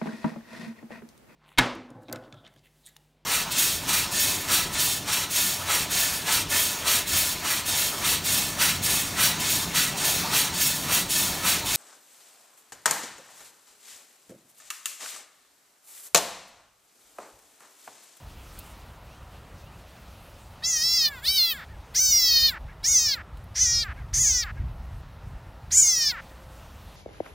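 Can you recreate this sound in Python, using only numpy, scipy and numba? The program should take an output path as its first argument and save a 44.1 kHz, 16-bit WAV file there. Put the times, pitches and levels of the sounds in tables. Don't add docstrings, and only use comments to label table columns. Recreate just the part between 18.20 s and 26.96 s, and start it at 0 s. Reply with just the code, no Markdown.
import sys
import numpy as np
from scipy import signal
from scipy.io import wavfile
from scipy.ndimage import uniform_filter1d
from numba import njit

SR = 44100
rng = np.random.default_rng(int(sys.argv[2]) if len(sys.argv) > 2 else 0)


def elevation(decibels):
    levels = np.asarray(decibels, float)
    return 10 ** (levels / 20)


def generate_wav(signal):
    frames = np.transpose(np.atleast_2d(signal))
    scaled = np.clip(frames, -1, 1) * 32767
    pcm = np.round(scaled).astype(np.int16)
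    wavfile.write(sys.argv[1], SR, pcm)


N = 386316
STEP = 96

# time_s, pitch_hz
SCREAM_PITCHES = [
    [(2.42, 575.4), (2.436, 646), (2.48, 685), (2.586, 613), (2.62, 632), (2.646, 662.5), (2.754, 685.7),
     (2.836, 617), (2.9, 586.5)],
    [(3.014, 503), (3.05, 592), (3.092, 764), (3.124, 776), (3.164, 770), (3.196, 711), (3.3, 660),
     (3.34, 590)],
    [(3.737, 450), (3.786, 715), (3.808, 766), (3.854, 770.6), (4.028, 667), (4.164, 615.6), (4.278, 613.6),
     (4.315, 538)],
    [(4.628, 532), (4.66, 618), (4.686, 725), (4.724, 740), (4.8, 631.6), (4.848, 622.5), (4.928, 541),
     (4.955, 496)],
    [(5.342, 293), (5.412, 509), (5.434, 513), (5.47, 473), (5.5, 472), (5.53, 472.2), (5.622, 468.5),
     (5.648, 430.3)],
    [(5.928, 293.5), (5.95, 416), (5.998, 668), (6.018, 687), (6.06, 577), (6.114, 517.6), (6.22, 471.5),
     (6.247, 417)],
    [(7.503, 322), (7.544, 686), (7.568, 768), (7.602, 783), (7.65, 718), (7.674, 711.4), (7.778, 632.6),
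     (7.886, 580), (7.92, 515)],
]
# time_s, mouth_resonance_hz, level_db
JAWS = [
    [(2.442, 4600, -25.5), (2.476, 6650, -24.5), (2.65, 5130, -23.5), (2.762, 5210, -22),
     (2.864, 4450, -21.5), (2.885, 3920, -29)],
    [(3.05, 3880, -31), (3.082, 4420, -19.5), (3.134, 4220, -27), (3.185, 4300, -19), (3.292, 3790, -26),
     (3.325, 3195, -27.5)],
    [(3.749, 5300, -32), (3.763, 5930, -21), (3.817, 6040, -19.5), (4.0, 5350, -20.5), (4.125, 4610, -20),
     (4.268, 4380, -17.5), (4.295, 3840, -23)],
    [(4.644, 5280, -25.5), (4.682, 6580, -20.5), (4.78, 5930, -17.5), (4.864, 5610, -23),
     (4.942, 4220, -25.5)],
    [(5.358, 5960, -31), (5.416, 6110, -19.5), (5.48, 5920, -23), (5.602, 5200, -24.5), (5.635, 4255, -30)],
    [(5.94, 6160, -24.5), (6.014, 6690, -21), (6.08, 6360, -20), (6.204, 5740, -25.5), (6.235, 4540, -32.5)],
    [(7.521, 6550, -23), (7.583, 7370, -15), (7.7, 5910, -20), (7.746, 5740, -23.5), (7.886, 5120, -23),
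     (7.913, 4340, -28)],
]
# throat_db, lower_skull_db, upper_skull_db, upper_skull_sag_db_per_s, throat_onset_db
SCREAM_COLOURS = [(-39, -41.5, -42.5, -12, -12), (-39.5, -36, -31, -1.5, -13), (-40, -36, -27.5, 12.5, -16),
                  (-41, -36, -32.5, 38, -13), (-40, -43, -44, 48, -27), (-43, -33, -36.5, 47.5, -5),
                  (-41, -31.5, -37, 21, -10)]
# end_s, last_pitch_hz, throat_db, lip_leak_db, leak_fading_db
CREAK_ENDS = [
    (2.996, 468, -42.5, -52, 1),
    (3.45, 189.7, -42.5, -44, -10.5),
    (4.386, 224, -39.5, -41.5, -27),
    (5.024, 213.9, -41.5, -48.5, -26),
    (5.734, 187.6, -40.5, -54, -29),
    (6.318, 209, -40, -56, -12),
    (8.012, 225.5, -39, -50.5, -29),
]
JAW_STARTS = [.7, .7, .6, .8, .9, .85, .5]
ONSET_CATCHES = [.05, .04, .12, .12, .15, .1, .12]
# start_s, roughness (0-1)
CORD_STUMBLES = [(3.14, .05), (4.0, .06), (4.66, .12), (5.44, .1), (5.5, .06), (6.03, .08), (7.71, .04),
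                 (7.87, .08)]
RASP, RASP_AT = .03, .4


def screams():
    t, rough = np.arange(N) / SR, .006
    pitches, tracts = zip(*map(cry, SCREAM_PITCHES, JAWS, SCREAM_COLOURS, CREAK_ENDS, JAW_STARTS))
    onsets = [(pitch[0][0], catch) for pitch, catch in zip(SCREAM_PITCHES, ONSET_CATCHES)]
    rasps = []
    for pitch, creak in zip(SCREAM_PITCHES[1:], CREAK_ENDS[1:]):
        shut_s = pitch[-1][0]
        rasps.append((shut_s + RASP_AT * (creak[0] - shut_s), RASP))
    for start, catch in onsets + list(CORD_STUMBLES) + rasps:
        rough = rough + catch * (t > start) * np.exp(-((t - start) / .04) ** 2)
    clean = voice(sum(pitches, []), sounding(tracts), open_tract, .003 + .03 * rough, count=54)
    return clean * (1 + rough * drift(300))


THROAT_DB_PER_SLACK, SKULL_DB_PER_SLACK = 12, -60
ONSET_DB, TOP_LATE_DB, TOP_RISE_S = -32.5, -17.5, 0.065
SHUT_S = 0.014
CREAK_STEP, CREAK_BEND = .08, 0.51
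CREAK_HOLD, CREAK_FADE_DB = .9, -16
SKULL_LEAK_DB, SKULL_DAMP_DB = -5, -19


def cry(pitch, jaw, colour, creak, open_from):
    (s, hz), (jaw_s, mouth_hz, mouth_db) = np.transpose(pitch), np.transpose(jaw)
    throat_db, between_db, top_db, sag_db, entry_db = colour
    end, last_hz, creak_db, leak_db, fade_db = creak
    fall = 1 - last_hz / hz[-1]

    t = np.append(np.arange(s[0], jaw_s[-1], .004), jaw_s[-1])
    slack = (1 - np.interp(t, s, hz) / hz.max()) * (t > s[hz.argmax()])
    early = np.clip((jaw_s[0] - t) / (jaw_s[0] - s[0]), 0, 1)
    swell = ONSET_DB * early
    late = TOP_LATE_DB * np.exp(-(t - s[0]) / TOP_RISE_S)
    opened = [t,
              np.interp(t, jaw_s, mouth_hz) * open_from ** early,
              throat_db + THROAT_DB_PER_SLACK * slack + entry_db * early,
              np.interp(t, jaw_s, mouth_db) + swell,
              between_db + SKULL_DB_PER_SLACK * slack + late / 2 + .6 * swell,
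              top_db - sag_db * (t - s[0]) + late + 0.53 * swell]

    part = np.linspace(0, 1, 12)
    from_hz = (1 - CREAK_STEP * fall) * hz[-1]
    creak_hz = from_hz + (last_hz - from_hz) * part ** (from_hz / last_hz) ** CREAK_BEND
    falling = zip(s[-1] + 0.0027 + part * (end - s[-1]), creak_hz)
    shut = jaw_s[-1] + SHUT_S
    fading = CREAK_FADE_DB * fall / 0.42 * np.clip((part - CREAK_HOLD) / (1 - CREAK_HOLD), 0, 1)
    leak = leak_db + fade_db * part
    skull = leak + SKULL_LEAK_DB + SKULL_DAMP_DB * fall * part
    closed = [shut + part * (end - shut), 0 * part + mouth_hz[-1], creak_db + fading, leak, skull, skull]
    return list(pitch) + list(falling), list(zip(*opened)) + list(zip(*closed))


THROAT_OPEN_HZ, THROAT_SHUT_HZ, THROAT_WIDTH_HZ = 2130, 1536, 1190
# centre_hz, width_hz, level_db relative to the throat
PHARYNX_MODE = (3300, 1300, -10)
# centre_hz, width_hz
SKULL_MODES = [(9300, 3200), (14600, 3400)]
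# centre_hz, width_hz, level_db
NOSTRIL_MODES = [(7300, 300, 15), (11700, 300, 8)]


def open_tract(hz, mouth_hz, throat_db, mouth_db, between_db, top_db):
    gape = 1 / (1 + elevation(2 * (throat_db - mouth_db)))
    throat_hz = THROAT_SHUT_HZ + gape * (THROAT_OPEN_HZ - THROAT_SHUT_HZ)
    throat = resonance(hz, throat_hz, THROAT_WIDTH_HZ) ** 2
    throat = evened(throat * resonance(hz, throat_hz, 1500 + 900 * (1 - gape)))
    throat = throat - gape * elevation(PHARYNX_MODE[2]) * evened(resonance(hz, *PHARYNX_MODE[:2]) ** 2)
    throat = throat * (1 - 0.72 * gape * resonance(hz, 2700, 900))

    mouth_hz = 3400 + gape * (mouth_hz - 3400)
    mouth = resonance(hz, mouth_hz, 450 * (mouth_hz / 4500) ** 1.6)
    mouth = mouth + 0.41 * resonance(hz, 0.78 * mouth_hz, 1200)
    mouth = mouth + 0.31 * resonance(hz, 1.223 * mouth_hz, 900)
    mouth = mouth * resonance(hz, mouth_hz, 2400) ** 2
    mouth = mouth * (1 - 0.93 * resonance(hz, 8020, 1100))

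    scatter = np.exp(2j * np.sin(hz / 450))
    between, top = [resonance(hz, *mode) ** 2 * scatter for mode in SKULL_MODES]
    nostrils = sum(elevation(db) * resonance(hz, *mode) ** 2 for *mode, db in NOSTRIL_MODES)
    between = between + (1 - gape) * nostrils
    top = top * resonance(hz, 15000 * (mouth_hz / 5500) ** .2, 2500)
    return (elevation(throat_db) * throat + elevation(mouth_db) * evened(mouth)
            - elevation(between_db) * evened(between) + elevation(top_db) * evened(top))


# delay_ms, share
LEAF_ECHOES = [(0.618, 0.1), (1.129, 0.085), (2.3, 0.31), (4.898, 0.28)]


def voice(pitch_rows, tract_rows, tract, jitter, count):
    rate = in_time(pitch_rows, round_s=.016)[0] * (1 + .003 * drift(18) + .0025 * drift(40))
    grid = np.minimum(np.arange(N // STEP + 2) * STEP, N - 1)
    controls = in_time(tract_rows, STEP, round_s=.003)
    live = controls[-1] > -119
    hz = rate[grid[live], None] * np.arange(1, count + 1)
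    sway = .035 * drift(2)[grid[live], None]
    echoes = 1
    for ms, share in LEAF_ECHOES:
        echoes = echoes + share * np.exp(-2j * np.pi * hz * ms / 1000 * (1 + sway))
    response = np.zeros((len(grid), count), complex)
    response[live] = tract(hz, *[c[live, None] for c in controls]) * echoes * (hz < .45 * SR)
    phase = 2 * np.pi * np.cumsum(rate * (1 + jitter * drift(150))) / SR
    return stack(phase, response, STEP)


@njit
def stack(phase, response, step):
    out = np.zeros(len(phase))
    for i in range(len(phase)):
        j, part = i // step, (i % step) / step
        if abs(response[j, 3]) + abs(response[j, 4]) < 1e-5:
            continue
        turn = np.exp(1j * phase[i])
        z = turn
        for k in range(response.shape[1]):
            strength = (1 - part) * response[j, k] + part * response[j + 1, k]
            out[i] += (z * strength).real
            z *= turn
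    return out


def resonance(hz, centre_hz, width_hz):
    return 1 / (1 + 1j * (hz ** 2 - centre_hz ** 2) / (hz * width_hz))


def evened(response):
    return response / np.sqrt(np.sum(np.abs(response) ** 2, axis=1, keepdims=True) / 2)


# start_s, length_s, top_pitch_hz, level_db
GASP_EVENTS = [
    (3.476, 0.091, 636, -57.5),
    (4.475, 0.056, 574, -53),
    (5.748, .095, 560, -53),
    (6.347, 0.078, 564, -53.5),
]
GASP_PEAK, GASP_FROM, GASP_TO = .4, .82, .8
GASP_IN_DB, GASP_OUT_DB = -7, -4


def gasps():
    arches = []
    for s, length, hz, db in GASP_EVENTS:
        arches.append([(s, GASP_FROM * hz, db + GASP_IN_DB),
                       (s + GASP_PEAK * length, hz, db),
                       (s + length, GASP_TO * hz, db + GASP_OUT_DB)])
    pitch_rows, level_rows = [[(row[0], row[k]) for row in sounding(arches)] for k in (1, 2)]

    def shut_tract(hz, db):
        return elevation(db) * evened(resonance(hz, 1800, 1100) ** 3)

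    return voice(pitch_rows, level_rows, shut_tract, .02, count=8) * (1 + .5 * drift(400))


# peak_s, level_db
GUST_PEAKS = [(3.54, -40.5), (4.44, -34.5), (5.15, -37), (5.301, -39), (5.561, -33), (5.98, -27.5),
              (6.42, -27), (6.78, -35.5), (7.068, -32.5), (7.5, -35.5)]
GUST_RISE_DB_PER_S, GUST_FALL_DB_PER_S = 117, 77
# time_s, level_db
BREEZE = [(0, -46), (.55, -46), (3.3, -50.5), (4.2, -42.5), (4.95, -45.5), (5.8, -36), (6.9, -39),
          (7.64, -49.5), (8.76, -45)]
# frequency_hz, density_db per Hz
PORT_SPECTRUM = [(12, -35.5), (20, -17), (43, 8), (65, 7.5), (140, -6), (264, -44.5), (400, -44),
                 (520, -54), (880, -120)]


def wind():
    t, (db,) = np.arange(N) / SR, in_time(BREEZE)
    for s, gust_db in GUST_PEAKS:
        flank_db = np.minimum(GUST_RISE_DB_PER_S * (t - s), GUST_FALL_DB_PER_S * (s - t))
        db = np.maximum(db, gust_db + flank_db)
    return elevation(db) * banded_noise(PORT_SPECTRUM, patchy_db=1.0, flicker_hz=29)


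# time_s, level_db
RUSTLE_LEVELS = [(0, -56.5), (.34, -54.5), (.39, -52.5), (.42, -54.5), (.92, -60.5), (1.19, -59),
                 (2.38, -58.5), (3.66, -62), (5.05, -67.5), (5.18, -65), (6.45, -65), (7.47, -64.5),
                 (8.05, -58), (8.76, -57)]
# frequency_hz, density_db per Hz
FOLIAGE_SPECTRUM = [(1180, -33), (2000, 0), (3210, 4), (4970, -3), (5880, -2), (10400, -6), (11800, -3.5),
                    (19000, -11)]


def rustle():
    return elevation(in_time(RUSTLE_LEVELS)[0]) * banded_noise(FOLIAGE_SPECTRUM, patchy_db=-0.7, flicker_hz=7.1)


# start_s, peak_level_db, centre_hz
LEAF_TICKS = [
    (0.3895, -25, 13000),
    (0.407, -49, 3400),
    (5.1716, -45, 3780),
    (5.172, -46, 12400),
    (5.24, -46.5, 12500),
    (5.885, -45, 3080),
    (8.094, -43, 4140),
]


def ticks():
    out, t = np.zeros(N), np.arange(1500) / SR
    for s, db, hz in LEAF_TICKS:
        band = signal.butter(2, [hz * 0.67, min(hz * 1.23, .45 * SR)], "band", fs=SR, output="sos")
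        noise = rms_one(signal.sosfilt(band, rng.standard_normal(len(t))))
        at = round(s * SR)
        out[at:at + len(t)] += elevation(db - 9) * noise * np.exp(-t / 0.0044)
    return out


# time_s, pitch_hz, level_db
DOVE_COOS = [
    [(1.95, 579, -74), (2.248, 562, -69), (2.272, 500, -78), (2.35, 580, -83)],
    [(7.93, 577, -78), (7.964, 534.4, -66), (8.356, 522, -65.5), (8.38, 589, -61)],
]


def dove():
    hz, db = in_time(sounding(DOVE_COOS))
    return elevation(db + 9) * np.sin(2 * np.pi * np.cumsum(hz) / SR)


# start_s, length_s, from_hz, to_hz, level_db
BIRD_CHIRPS = [
    (.34, .15, 2100, 3300, -69),
    (.87, .13, 2200, 3450, -70),
    (1.0, .08, 2400, 3100, -73),
    (1.4, .13, 2250, 3250, -70),
    (1.51, .07, 2300, 2900, -70),
]


def bird():
    out = np.zeros(N)
    for s, length, from_hz, to_hz, db in BIRD_CHIRPS:
        n = round(length * SR)
        whistle = np.sin(2 * np.pi * np.cumsum(np.linspace(from_hz, to_hz, n)) / SR)
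        out[round(s * SR):][:n] += elevation(db + 9) * np.hanning(n) ** .5 * whistle
    return out


# frequency_hz, density_db per Hz
HUM_SPECTRUM = [(88, -12), (150, -3.5), (282, -12), (477, -14.5), (574, -10), (807, -15), (871, -6),
                (1360, -16), (2270, -23), (6000, -37.5), (7800, -70.5), (13200, -120)]
HUM_DB = -51


def hum():
    return elevation(HUM_DB) * banded_noise(HUM_SPECTRUM, patchy_db=.5, flicker_hz=5)


def banded_noise(spectrum, patchy_db, flicker_hz):
    hz, db = np.transpose(spectrum)
    edges = hz[0] * 2 ** np.arange(0, np.log2(min(hz[-1], .45 * SR) / hz[0]), .5)
    out, white = 0, rng.standard_normal((2, N))
    together, own = drift(flicker_hz), drift(flicker_hz)
    for k, (low, high) in enumerate(zip(edges, edges[1:])):
        band = signal.sosfilt(signal.butter(2, [low, high], "band", fs=SR, output="sos"), white[k % 2])
        flicker_db = patchy_db * (1.3 * together + 2.4 * np.roll(own, k * k * SR // 7))
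        level_db = np.interp(np.log(low * high) / 2, np.log(hz), db)
        out = out + band * elevation(level_db + flicker_db)
    return rms_one(out)


def drift(rate_hz):
    r = np.exp(-2 * np.pi * rate_hz / SR)
    return rms_one(signal.lfilter([1], [1, -2 * r, r * r], rng.standard_normal(N + SR))[SR:])


def rms_one(x):
    return x / np.sqrt(np.mean(x ** 2) + 1e-20)


def in_time(rows, every=1, round_s=0.):
    s, *columns = np.transpose(sorted({row[0]: row for row in rows}.values()))
    t = np.arange(0, N + every, every)[:N] / SR
    return [uniform_filter1d(np.interp(t, s, c), 1 + int(round_s * SR / every)) for c in columns]


def sounding(spans):
    rows = [row for span in spans for row in span]
    starts, ends = {span[0][0] for span in spans}, {span[-1][0] for span in spans}
    for span in spans:
        for row, free, shift in ((span[0], ends, -.004), (span[-1], starts, .004)):
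            if min(abs(row[0] - s) for s in free) > .03:
                rows.append((row[0] + shift, *[v if v > 0 else -120 for v in row[1:]]))
    return rows


RUSTLE_DIP_DB = -7


def scene():
    frog = screams()
    loudness = uniform_filter1d(np.abs(frog), SR // 40)
    leaf_gain = elevation(RUSTLE_DIP_DB * np.clip(loudness / .02, 0, 1))
    mono = frog + gasps() + wind() + leaf_gain * rustle() + ticks() + dove() + bird() + hum()
    return np.array([mono, mono])


# start_s, low_hz, high_hz
NOISE_SWAPS = [(2.514, 6630, 8530), (2.514, 12230, 16110), (2.586, 14300, 16020), (2.769, 8010, 9820),
               (2.769, 10770, 12580), (2.769, 12830, 15420), (3.21, 12830, 16110), (3.258, 12830, 16110),
               (3.258, 8100, 10510), (3.86, 8700, 11200), (3.86, 11460, 13260), (3.86, 13520, 16110),
               (3.933, 10160, 13350), (4.717, 6630, 8530), (5.42, 12920, 14640), (5.512, 8100, 9820),
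               (5.512, 10160, 12580), (6.113, 6630, 8440), (6.113, 8790, 11110)]
SWAP_S, SWAP_DB = .044, 0


def swapped(x):
    out, n = x.copy(), round(SWAP_S * SR)
    for s, low_hz, high_hz in NOISE_SWAPS:
        at = round(s * SR)
        band = signal.butter(4, [low_hz + 150, high_hz - 150], "band", fs=SR, output="sos")
        noise = rms_one(signal.sosfiltfilt(band, rng.standard_normal((2, n))))
        tones = signal.sosfiltfilt(band, x[:, at:at + n])
        out[:, at:at + n] += np.hanning(n) * (elevation(SWAP_DB) * tones.std() * noise - tones)
    return out


def top_cut(x):
    return signal.sosfilt(signal.butter(12, 16430, fs=SR, output="sos"), x)


PORT_DIP_HZ, CUTOFF_HZ = 10700, 15850


def record(dry):
    dipped = dry - 0.2 * signal.lfilter(*signal.iirpeak(PORT_DIP_HZ, 9, fs=SR), dry)
    cut = signal.sosfilt(signal.ellip(10, .5, 60, CUTOFF_HZ, fs=SR, output="sos"), dipped)
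    cut = signal.sosfilt(signal.butter(2, 30, "high", fs=SR, output="sos"), cut)
    mix = swapped(cut)
    return top_cut(mix)


dry = scene()
out = record(dry)
generate_wav(out)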